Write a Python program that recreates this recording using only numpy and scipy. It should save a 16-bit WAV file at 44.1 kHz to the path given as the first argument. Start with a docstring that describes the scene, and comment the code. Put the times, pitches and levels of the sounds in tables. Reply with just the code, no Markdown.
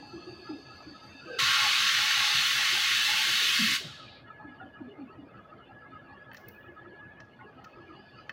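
"""A diesel locomotive idles some way off in a rail yard: crank-timed exhaust chugs, uneven thumps and knocks,
rattling panels and gear whine, made from ringing noise and swept sines; a thin air leak is coloured noise.
A valve moans, then vents air in a loud hiss for over two seconds and snaps shut; wagons and trees echo it.
Metal clinks now and then (decaying sines); a few small plastic clicks follow close to the microphone."""
import sys
import numpy as np
from scipy import signal
from scipy.fft import rfft, irfft, next_fast_len
from scipy.io import wavfile
from scipy.ndimage import map_coordinates

SR = 44100
rng = np.random.default_rng(int(sys.argv[2]) if len(sys.argv) > 2 else 0)


def to_wav(sig):
    """Store sig (one row per channel, or 1-D mono) as 16-bit WAV at the path in sys.argv[1].

    Samples outside -1..1 are clipped; the rate is SR.
    """
    pcm = np.clip(np.atleast_2d(sig), -1, 1) * 32767
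    pcm = np.round(pcm).astype(np.int16)
    wavfile.write(sys.argv[1], SR, pcm.T)  # frames by channels


N = 366972
T = np.arange(N) / SR
SIZE = next_fast_len(N, real=True)
FREQ = np.maximum(np.fft.rfftfreq(SIZE, 1 / SR), 1e-3)  # Hz, kept above 0 for the logarithm

CRANK_HZ, FIRST_CHUG_S = 5.356, 0.135
EASE_DB_PER_S = -0.52  # chugs and exhaust slowly quieten
OPEN_S, SHUT_S = 1.385, 3.758  # valve


def undb(db):
    """Decibels to gain."""
    return 10 ** (np.asarray(db) / 20)


def curve(rows):
    """Rows of (s, value) as a control over time."""
    return np.interp(T, *np.transpose(rows))


def colour(points, peaks=()):
    """Gain over frequency: a smooth slope lifted by resonances."""
    hz, db = np.transpose(points)
    lift_db = sum(d * np.exp(-((FREQ - f) / w) ** 2) for f, w, d in peaks)
    return undb(np.interp(np.log(FREQ), np.log(hz), db) + lift_db)


def resonances(modes):
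    """Gain over frequency of summed resonances; modes are (Hz, half width Hz, dB)."""
    return sum(undb(d) / (1 + ((FREQ - f) / w) ** 2) for f, w, d in modes)


def ring(x, gain):
    """Pass an excitation through a response; rms 1."""
    y = irfft(rfft(x, SIZE) * gain, SIZE)[:N]
    return y / np.std(y)


def noise(gain):
    """White noise through a response; rms 1."""
    return ring(rng.standard_normal(N), gain)


def walk(rate_hz):
    """Smooth random control, spread 1, changing about rate_hz times a second."""
    return noise(np.exp(-(FREQ / rate_hz) ** 2))


def burst(start_s, rise_s, t60_s):
    """Envelope of a blow: a linear rise, then an exponential fall."""
    age = T - start_s
    fall = np.exp(-np.log(1000) * np.clip((age - rise_s) / t60_s, 0, 3))
    return np.clip(age / rise_s, 0, 1) * fall


def flutter(x, depth_db, span_hz, rate_hz):
    """Moving outdoor air makes patches of the spectrum swell and fade on their own; the rms is kept."""
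    f, t, z = signal.stft(x, SR, nperseg=1024, noverlap=768)
    patches = np.clip(rng.standard_normal((400, 400)), -1.7, 1.7)
    grid = np.meshgrid(f / span_hz, t * rate_hz, indexing="ij")
    swell = map_coordinates(patches, grid, order=3, mode="mirror")
    y = signal.istft(z * undb(depth_db * swell), SR, nperseg=1024, noverlap=768)[1][:N]
    return y * np.std(x) / np.std(y)


def crank_angle():
    """Crank phase in radians, zero at each chug."""
    return 2 * np.pi * CRANK_HZ * (T - FIRST_CHUG_S)


def exhaust():
    """Exhaust and stack resonances swell once per crank turn, each exhaust mode at its own moment."""
    # Each row: resonance in Hz, half width in Hz, relative level in dB, lag behind the crank in radians.
    exhaust_modes = [(201.5, 16, -0.5, 1.1), (135, 14, -3, -.4), (108, 12, -7.5, .3), (84, 8.4, -3, 1.4),
                     (44, 4, -18.5, 0)]
    # Each row: stack resonance in Hz, half width in Hz, relative level in dB.
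    stack_modes = [(267, 11, 4), (338.4, 7, 5.5), (390, 9.4, -7), (605, 55, -10)]
    angle = crank_angle()
    pulses = 0
    for hz, width_hz, db, lag in exhaust_modes:
        pulses = pulses + noise(resonances([(hz, width_hz, 0)])) * undb(db + 8.5 * np.cos(angle - lag))
    pulses = pulses * undb(-66 + EASE_DB_PER_S * T)
    stack = noise(resonances(stack_modes)) * undb(-64 + 4.5 * np.cos(angle + 0.26))
    return pulses + stack


def chugs():
    """Each crank turn gives one exhaust chug that sinks in pitch; strength varies at random."""
    centre_hz, sag_oct_per_s, half_length_s = 121.6, 6.3, 0.025
    level_db, scatter_db = -50.5, 0.5
    turns = (T - FIRST_CHUG_S) * CRANK_HZ
    nearest = np.round(turns).astype(int)
    age = (turns - nearest) / CRANK_HZ  # negative before the height of a chug
    draws = rng.standard_normal(nearest.max() + 2)
    strength_db = level_db + scatter_db * draws[nearest + 1]
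    phase = 2 * np.pi * np.cumsum(centre_hz * 2 ** (-sag_oct_per_s * age)) / SR
    envelope = undb(strength_db + EASE_DB_PER_S * T) * np.exp(-(age / half_length_s) ** 2)
    return envelope * np.sin(phase + 0.22 * walk(40))


def panels():
    """Engine panels ring as fluttering noise: clatter follows the crank, and one spell shakes harder."""
    # Each row: resonance in Hz, half width in Hz, relative level in dB.
    clatter_modes = [(651, 57, -7), (835.6, 52, 0.5), (1130, 28, -6.5), (1276, 20, 7.5), (1334, 110, -2),
                     (1620, 98, -11), (1885, 45, -8)]
    # Each row: resonance in Hz, half width in Hz, relative level in dB.
    rattle_modes = [(2120, 35, 2), (2430, 52, -4.5), (2530, 230, -2), (2890, 80, 0), (3150, 60, -12.5),
                    (3480, 72, -6.5), (4410, 120, -11), (4860, 61, -19.5)]
    shake_s, shake_width_s, peak_lift_db = 6.09, 0.2, 3
    shake_db = peak_lift_db * np.exp(-((T - shake_s) / shake_width_s) ** 2)
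    clatter = flutter(noise(resonances(clatter_modes)), depth_db=11.0, span_hz=132.8, rate_hz=28)
    clatter = clatter * undb(-58 + 0.46 * shake_db + 2 * np.cos(crank_angle()))
    rattle = flutter(noise(resonances(rattle_modes)), depth_db=11.0, span_hz=171.2, rate_hz=32)
    return clatter + rattle * undb(-66.5 + shake_db)


def gear_whine():
    """Gears whine: a tone unsteady in pitch and level, over a narrow noise band."""
    # Each row: time in seconds, level in dB before the floor and lift below.
    whine_level = [(3.92, -63), (4.77, -58.5), (5.3, -88), (5.36, -59), (5.65, -84), (5.74, -60.5),
                   (7.21, -58.5), (7.44, -81), (7.47, -54.5), (7.59, -81), (7.75, -61.5), (8.2, -65)]
    phase = 2 * np.pi * np.cumsum(1690 + 20 * walk(45)) / SR
    tone = np.sin(phase) * (1 + 0.95 * np.tanh(1.3 * walk(16)))
    band = 0.62 * noise(resonances([(1680, 28, 0)]))
    return (tone + band) * undb(np.maximum(curve(whine_level), -74) + 2.5)


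def engine_rumble():
    """Broad engine rumble: coloured noise with a moving spectrum."""
    # Each row: frequency in Hz, relative level in dB.
    rumble_colour = [(20, -37), (32, -25), (45, -9), (90, 1), (160, 1.5), (300, -4.5), (600, -1.5),
                     (1000, -9.5), (2000, -21), (3000, -26), (5400, -40), (9000, -49.5), (12300, -43.5),
                     (13500, -60)]
    return flutter(noise(colour(rumble_colour)), depth_db=3.0, span_hz=131, rate_hz=18) * undb(-57.5)


def valve_lift():
    """Valve motion from 0 to 1 up to opening; the fall after it shapes the end of the moan."""
    lift_s, moan_t60_s = 0.15, 0.1
    return burst(OPEN_S - lift_s, lift_s, moan_t60_s)


def valve_leak():
    """Air whistles past the seat as resonant noise, growing as the valve lifts, until it opens."""
    # Each row: frequency in Hz, relative level in dB.
    leak_colour = [(800, -111), (2400, -7.5), (3400, -3), (4600, -13), (5700, -21.5), (8000, -27),
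                   (11000, -38), (14000, -54)]
    # Each row: resonance in Hz, half width in Hz, lift in dB.
    leak_peaks = [(2632, 60, 19), (3670, 57, 12), (4358, 91, 20.5), (4560, 110, 17), (4870, 320, 20),
                  (6060, 170, 18), (6416, 77, 22), (7480, 460, 6.5), (8620, 73, 15), (10130, 150, 16),
                  (11860, 579, 21)]
    leak = flutter(noise(colour(leak_colour, leak_peaks)), depth_db=5, span_hz=138.3, rate_hz=13.2)
    return leak * undb(-55.5 + 7.5 * valve_lift()) * (T < OPEN_S)


def thumps(width_hz=55, tail_db=-9, tail_t60_s=0.26, sag=0.22):
    """Uneven heavy firings boom in the stack, sink in pitch and trail off in a rough rumble."""
    # Each row: start in seconds, boom level in dB, stack resonance in Hz.
    firings = [(0, -45.5, 267), (.128, -37.5, 321), (0.265, -38, 346), (0.385, -45.5, 354),
               (.489, -32, 304), (0.861, -42.5, 296), (1.25, -44.5, 327), (1.418, -40.5, 127.4),
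               (2.34, -44, 130.5), (2.717, -46, 342), (3.259, -47, 341), (3.41, -47.5, 393),
               (3.59, -25, 210.5), (3.665, -43, 140), (3.68, -41.5, 285), (3.8, -46, 367),
               (3.84, -39, 139.4), (4.441, -41.5, 272), (4.621, -43, 266), (4.803, -36, 263),
               (4.877, -44, 396), (4.983, -37.5, 264.4), (5.179, -42.5, 267), (6.679, -47, 330),
               (6.862, -45.5, 339), (7.44, -49, 409), (7.764, -47.5, 346), (7.879, -46, 325)]
    soft_t60_s, snap_db = 0.145, -25.5  # a firing at snap_db dies twice as fast as a soft one
    out = np.zeros(N)
    grit, wobble = walk(width_hz), walk(width_hz)
    for s, db, hz in firings:
        age = np.maximum(T - s, 0)
        phase = 2 * np.pi * hz * (T - s - sag * 0.011 * np.exp(-age / 0.0096))
        t60_s = soft_t60_s / (1 + undb(db - snap_db) ** 2)
        boom = burst(s, 0.014, t60_s) * np.sin(phase + 0.62 * wobble)
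        rough = grit * np.sin(phase) + wobble * np.cos(phase)
        out += undb(db) * (boom + undb(tail_db) * burst(s - 0.015, 0.072, tail_t60_s) * rough)
    return out


def clinks(t60_s=0.21):
    """Loose metal on the locomotive: each part rings briefly at one unsteady pitch."""
    # Each row: start in seconds, peak level in dB, pitch in Hz.
    clink_hits = [(.025, -44.5, 837), (.47, -45, 1357), (1.035, -51, 850), (4.398, -43.5, 853),
                  (4.6, -41.5, 1417), (4.61, -41.5, 763), (5.101, -48, 1282), (5.341, -48.5, 1320),
                  (5.82, -49, 1322), (6.141, -50, 1130), (7.39, -48, 1455), (7.408, -48.5, 1083),
                  (7.901, -47, 1227)]
    wobble = walk(60)
    out = np.zeros(N)
    for s, db, hz in clink_hits:
        out += undb(db) * burst(s, 0.0032, t60_s) * np.sin(2 * np.pi * hz * (T - s) + 0.63 * wobble)
    return out


def knocks(rate_hz=4, centre_hz=350, spread_oct=0.2, level_db=-53, scatter_db=3.5, t60_s=0.082):
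    """Lighter firings knock in the stack at random times, strengths and pitches."""
    draws = rng.standard_normal((60, 3))  # log gap, strength, pitch
    times = np.cumsum(np.exp(0.5 * draws[:, 0]) / rate_hz)
    out = np.zeros(N)
    for s, (_, size, pitch) in zip(times, draws):
        if s < T[-1]:
            hz = centre_hz * 2 ** (spread_oct * pitch)
            out += undb(level_db + scatter_db * size) * burst(s, 0.01, t60_s) * np.sin(2 * np.pi * hz * (T - s))
    return out


def valve_moan():
    """Pipe tones, as narrow noise bands, moan ever louder while the valve lifts."""
    # Each row: pipe tone in Hz, half width in Hz, relative level in dB.
    pipe_tones = [(503, 39, 4.5), (1563, 40, -2.5), (2725, 95, -11.5), (3786, 70, -19.5), (4570, 45, -27.5)]
    moan = flutter(noise(resonances(pipe_tones)), depth_db=6.0, span_hz=93.7, rate_hz=22)
    return moan * undb(-37) * valve_lift()


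def air_jet():
    """The open valve roars through its resonances; as pressure drops the jet weakens a little and thins."""
    # Each row: frequency in Hz, relative level in dB.
    jet_colour = [(200, -61), (600, -24), (950, -17), (1300, -6), (2000, 0.5), (3000, -1.5), (4400, -1),
                  (5700, -6), (6500, -12.5), (7000, -10), (8700, -16.5), (10200, -16), (13000, -20),
                  (15000, -18)]
    # Vent and underframe. Each row: resonance in Hz, half width in Hz, lift in dB.
    jet_peaks = [(846.5, 67, 17), (1108, 80, 17.5), (1248, 22, 7.5), (1374, 110, 10.5), (1567, 37, 7),
                 (1693, 15, 2), (1790, 250, 5), (2157, 89, 5.5), (2687, 240, 7), (2953, 75, 7),
                 (3186, 130, 6), (3442, 85, 8.5), (3714, 125, 7), (3970, 150, 3.5), (4260, 120, 5.5),
                 (4570, 106, 5), (5260, 53, 3.5), (6285, 360, 7)]
    # Low edge of the hiss, below about 960 Hz, coming and going.
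    # Each row: time in seconds, level in dB before a 0.8 dB lift.
    low_edge_level = [(1.42, -54), (1.49, -60.5), (1.67, -39), (1.95, -80.5), (1.99, -45.5), (2.4, -48.5),
                      (2.53, -74), (2.6, -41.5), (2.68, -61), (2.76, -45), (2.89, -65), (3.13, -45),
                      (3.54, -65), (3.6, -80)]
    steady_db, surge_db, surge_s, shut_t60_s = -27, 1.5, 0.77, 0.16
    age = np.clip(T - OPEN_S, 0, SHUT_S - OPEN_S)
    jet = flutter(noise(colour(jet_colour, jet_peaks)), depth_db=2.0, span_hz=99.2, rate_hz=12)
    under = 1 / (1 + (FREQ / 960) ** 30)
    low = 1 / (1 + (FREQ / 1520) ** 20)
    top = 1 / (1 + (7500 / FREQ) ** 12)
    low_edge = flutter(ring(jet, under), depth_db=5, span_hz=200, rate_hz=26)
    low_edge = low_edge * undb(curve(low_edge_level) + 0.8)
    # the roar fades as the pipe empties while the treble grows
    roar = ring(jet, low - under) * undb(-9 - 3.5 * age + 0.3 * walk(8.3))
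    hiss = ring(jet, 1 - low - top) * undb(0.44 + 0.27 * walk(13.0))
    fizz = ring(jet, top) * undb(-18 + 1.67 * age + 0.4 * walk(18))
    pressure = undb(steady_db + surge_db * np.exp(-(age / surge_s) ** 2))
    opening = np.clip((T - OPEN_S) / 0.008, 0, 1)
    closing = np.exp(-np.log(1000) * np.clip((T - SHUT_S) / shut_t60_s, 0, 3))
    return ((roar + hiss + fizz) * pressure + low_edge) * opening * closing


def yard(x, wet_db, t60_low_s, absorb_hz, echo_db, echo_s):
    """Scatter from wagons and ballast, air absorbing the treble first, ends in a smeared echo from trees."""
    scatter = 0
    for hz in np.arange(1, 17, 2) * 1000:
        band = np.abs(FREQ - hz) < 1000
        t60_s = t60_low_s / (1 + (hz / absorb_hz) ** 2)
        scatter = scatter + noise(band) * burst(0.005, 0.0032, t60_s)
    # far paths graze the ground, which swallows the middle; nothing returns from beyond the trees
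    ground = undb(-8 * np.exp(-((FREQ - 2100) / 600) ** 2))
    scatter = ring(scatter, ground) / (1 + (T / echo_s) ** 12)
    trees = noise(np.exp(-((FREQ - 3900) / 1200) ** 2)) * np.exp(-((T - echo_s) / 0.0514) ** 2)
    tail = undb(wet_db) * scatter / np.linalg.norm(scatter) + undb(echo_db) * trees / np.linalg.norm(trees)
    return x + signal.fftconvolve(x, tail[:SR])[:N]


def clicks(body_t60_s=0.044, ring_t60_s=0.021, snap_t60_s=0.0095, tail_db=-21, tail_t60_s=0.49):
    """Small plastic clicks: a rough knock on a few modes, a gritty ring and a snap, each with a faint tail."""
    # Each row: start in seconds, then body, ring and bright snap levels in dB before the offsets below.
    click_hits = [(6.315, -41.5, -74, -80), (6.333, -46, -70, -52), (6.346, -41, -55, -54),
                  (6.368, -52, -50, -64), (6.379, -52, -72, -59), (6.486, -59, -59.5, -42),
                  (7.202, -45, -54, -83), (7.644, -45, -53, -62), (8.2941, -29, -52, -63)]
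    # Each row: body mode in Hz, relative level in dB.
    body_modes = [(1250, -3), (1800, 9), (2600, 2), (3050, -0.5), (4400, -10)]
    ring_colour = [(2500, -22), (4200, -10.5), (5700, -8.5), (7000, -20.5), (8500, -38), (16000, -48)]  # Hz, dB
    ringing = noise(colour(ring_colour))
    snap = noise(resonances([(11530, 700, -19), (14970, 780, -5)]))
    scrape = noise(resonances([(1680, 450, 27), (2580, 900, -41)]))
    grit = undb(1.6 * walk(150))
    out = np.zeros(N)
    for s, body_db, ring_db, snap_db in click_hits:
        tail = undb(tail_db) * burst(s, 0.0084, tail_t60_s)
        body = sum(undb(db) * np.sin(2 * np.pi * hz * (T - s)) for hz, db in body_modes)
        knock = (body + 1.4 * scrape) * burst(s, 0.00049, body_t60_s)
        out += undb(body_db - 11) * (knock + 0.5 * scrape * tail)
        out += grit * ringing * undb(ring_db - 2.0) * (burst(s - 0.003, 0.0067, ring_t60_s) + tail)
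        out += grit * snap * undb(snap_db - 3.5) * (burst(s - 0.003, 0.0028, snap_t60_s) + tail)
    return out


def seat_sizzle():
    """The valve seat starts to leak again: fluttering coloured noise fades in near the end."""
    # Each row: frequency in Hz, relative level in dB.
    sizzle_colour = [(2000, -45), (2600, 2), (3000, 2.5), (3900, -14), (4550, 0.5), (5000, -7), (5500, -27),
                     (6200, -17.5), (7200, -38), (12000, -60)]
    start_s, rise_s = 7.34, 1
    sizzle = flutter(noise(colour(sizzle_colour)), depth_db=8, span_hz=170, rate_hz=22)
    return sizzle * undb(-64) * np.clip((T - start_s) / rise_s, 0, 1)


def scene():
    """All sources lie straight ahead, equal in both channels; only the jet gets the yard's echo."""
    locomotive = exhaust() + chugs() + panels() + gear_whine() + engine_rumble()
    locomotive = locomotive + thumps() + clinks() + knocks()
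    valve = valve_leak() + valve_moan() + seat_sizzle()
    jet = yard(air_jet(), wet_db=-13.5, t60_low_s=0.97, absorb_hz=12000, echo_db=-35.5, echo_s=0.41)
    mono = locomotive + valve + jet + clicks()
    return np.array([mono, mono])


def record(dry):
    """The recorder cuts the top steeply: an elliptic low-pass."""
    top_hz = 15800
    return signal.sosfilt(signal.ellip(12, 0.1, 80, top_hz, fs=SR, output="sos"), dry)


dry = scene()
out = record(dry)
to_wav(out)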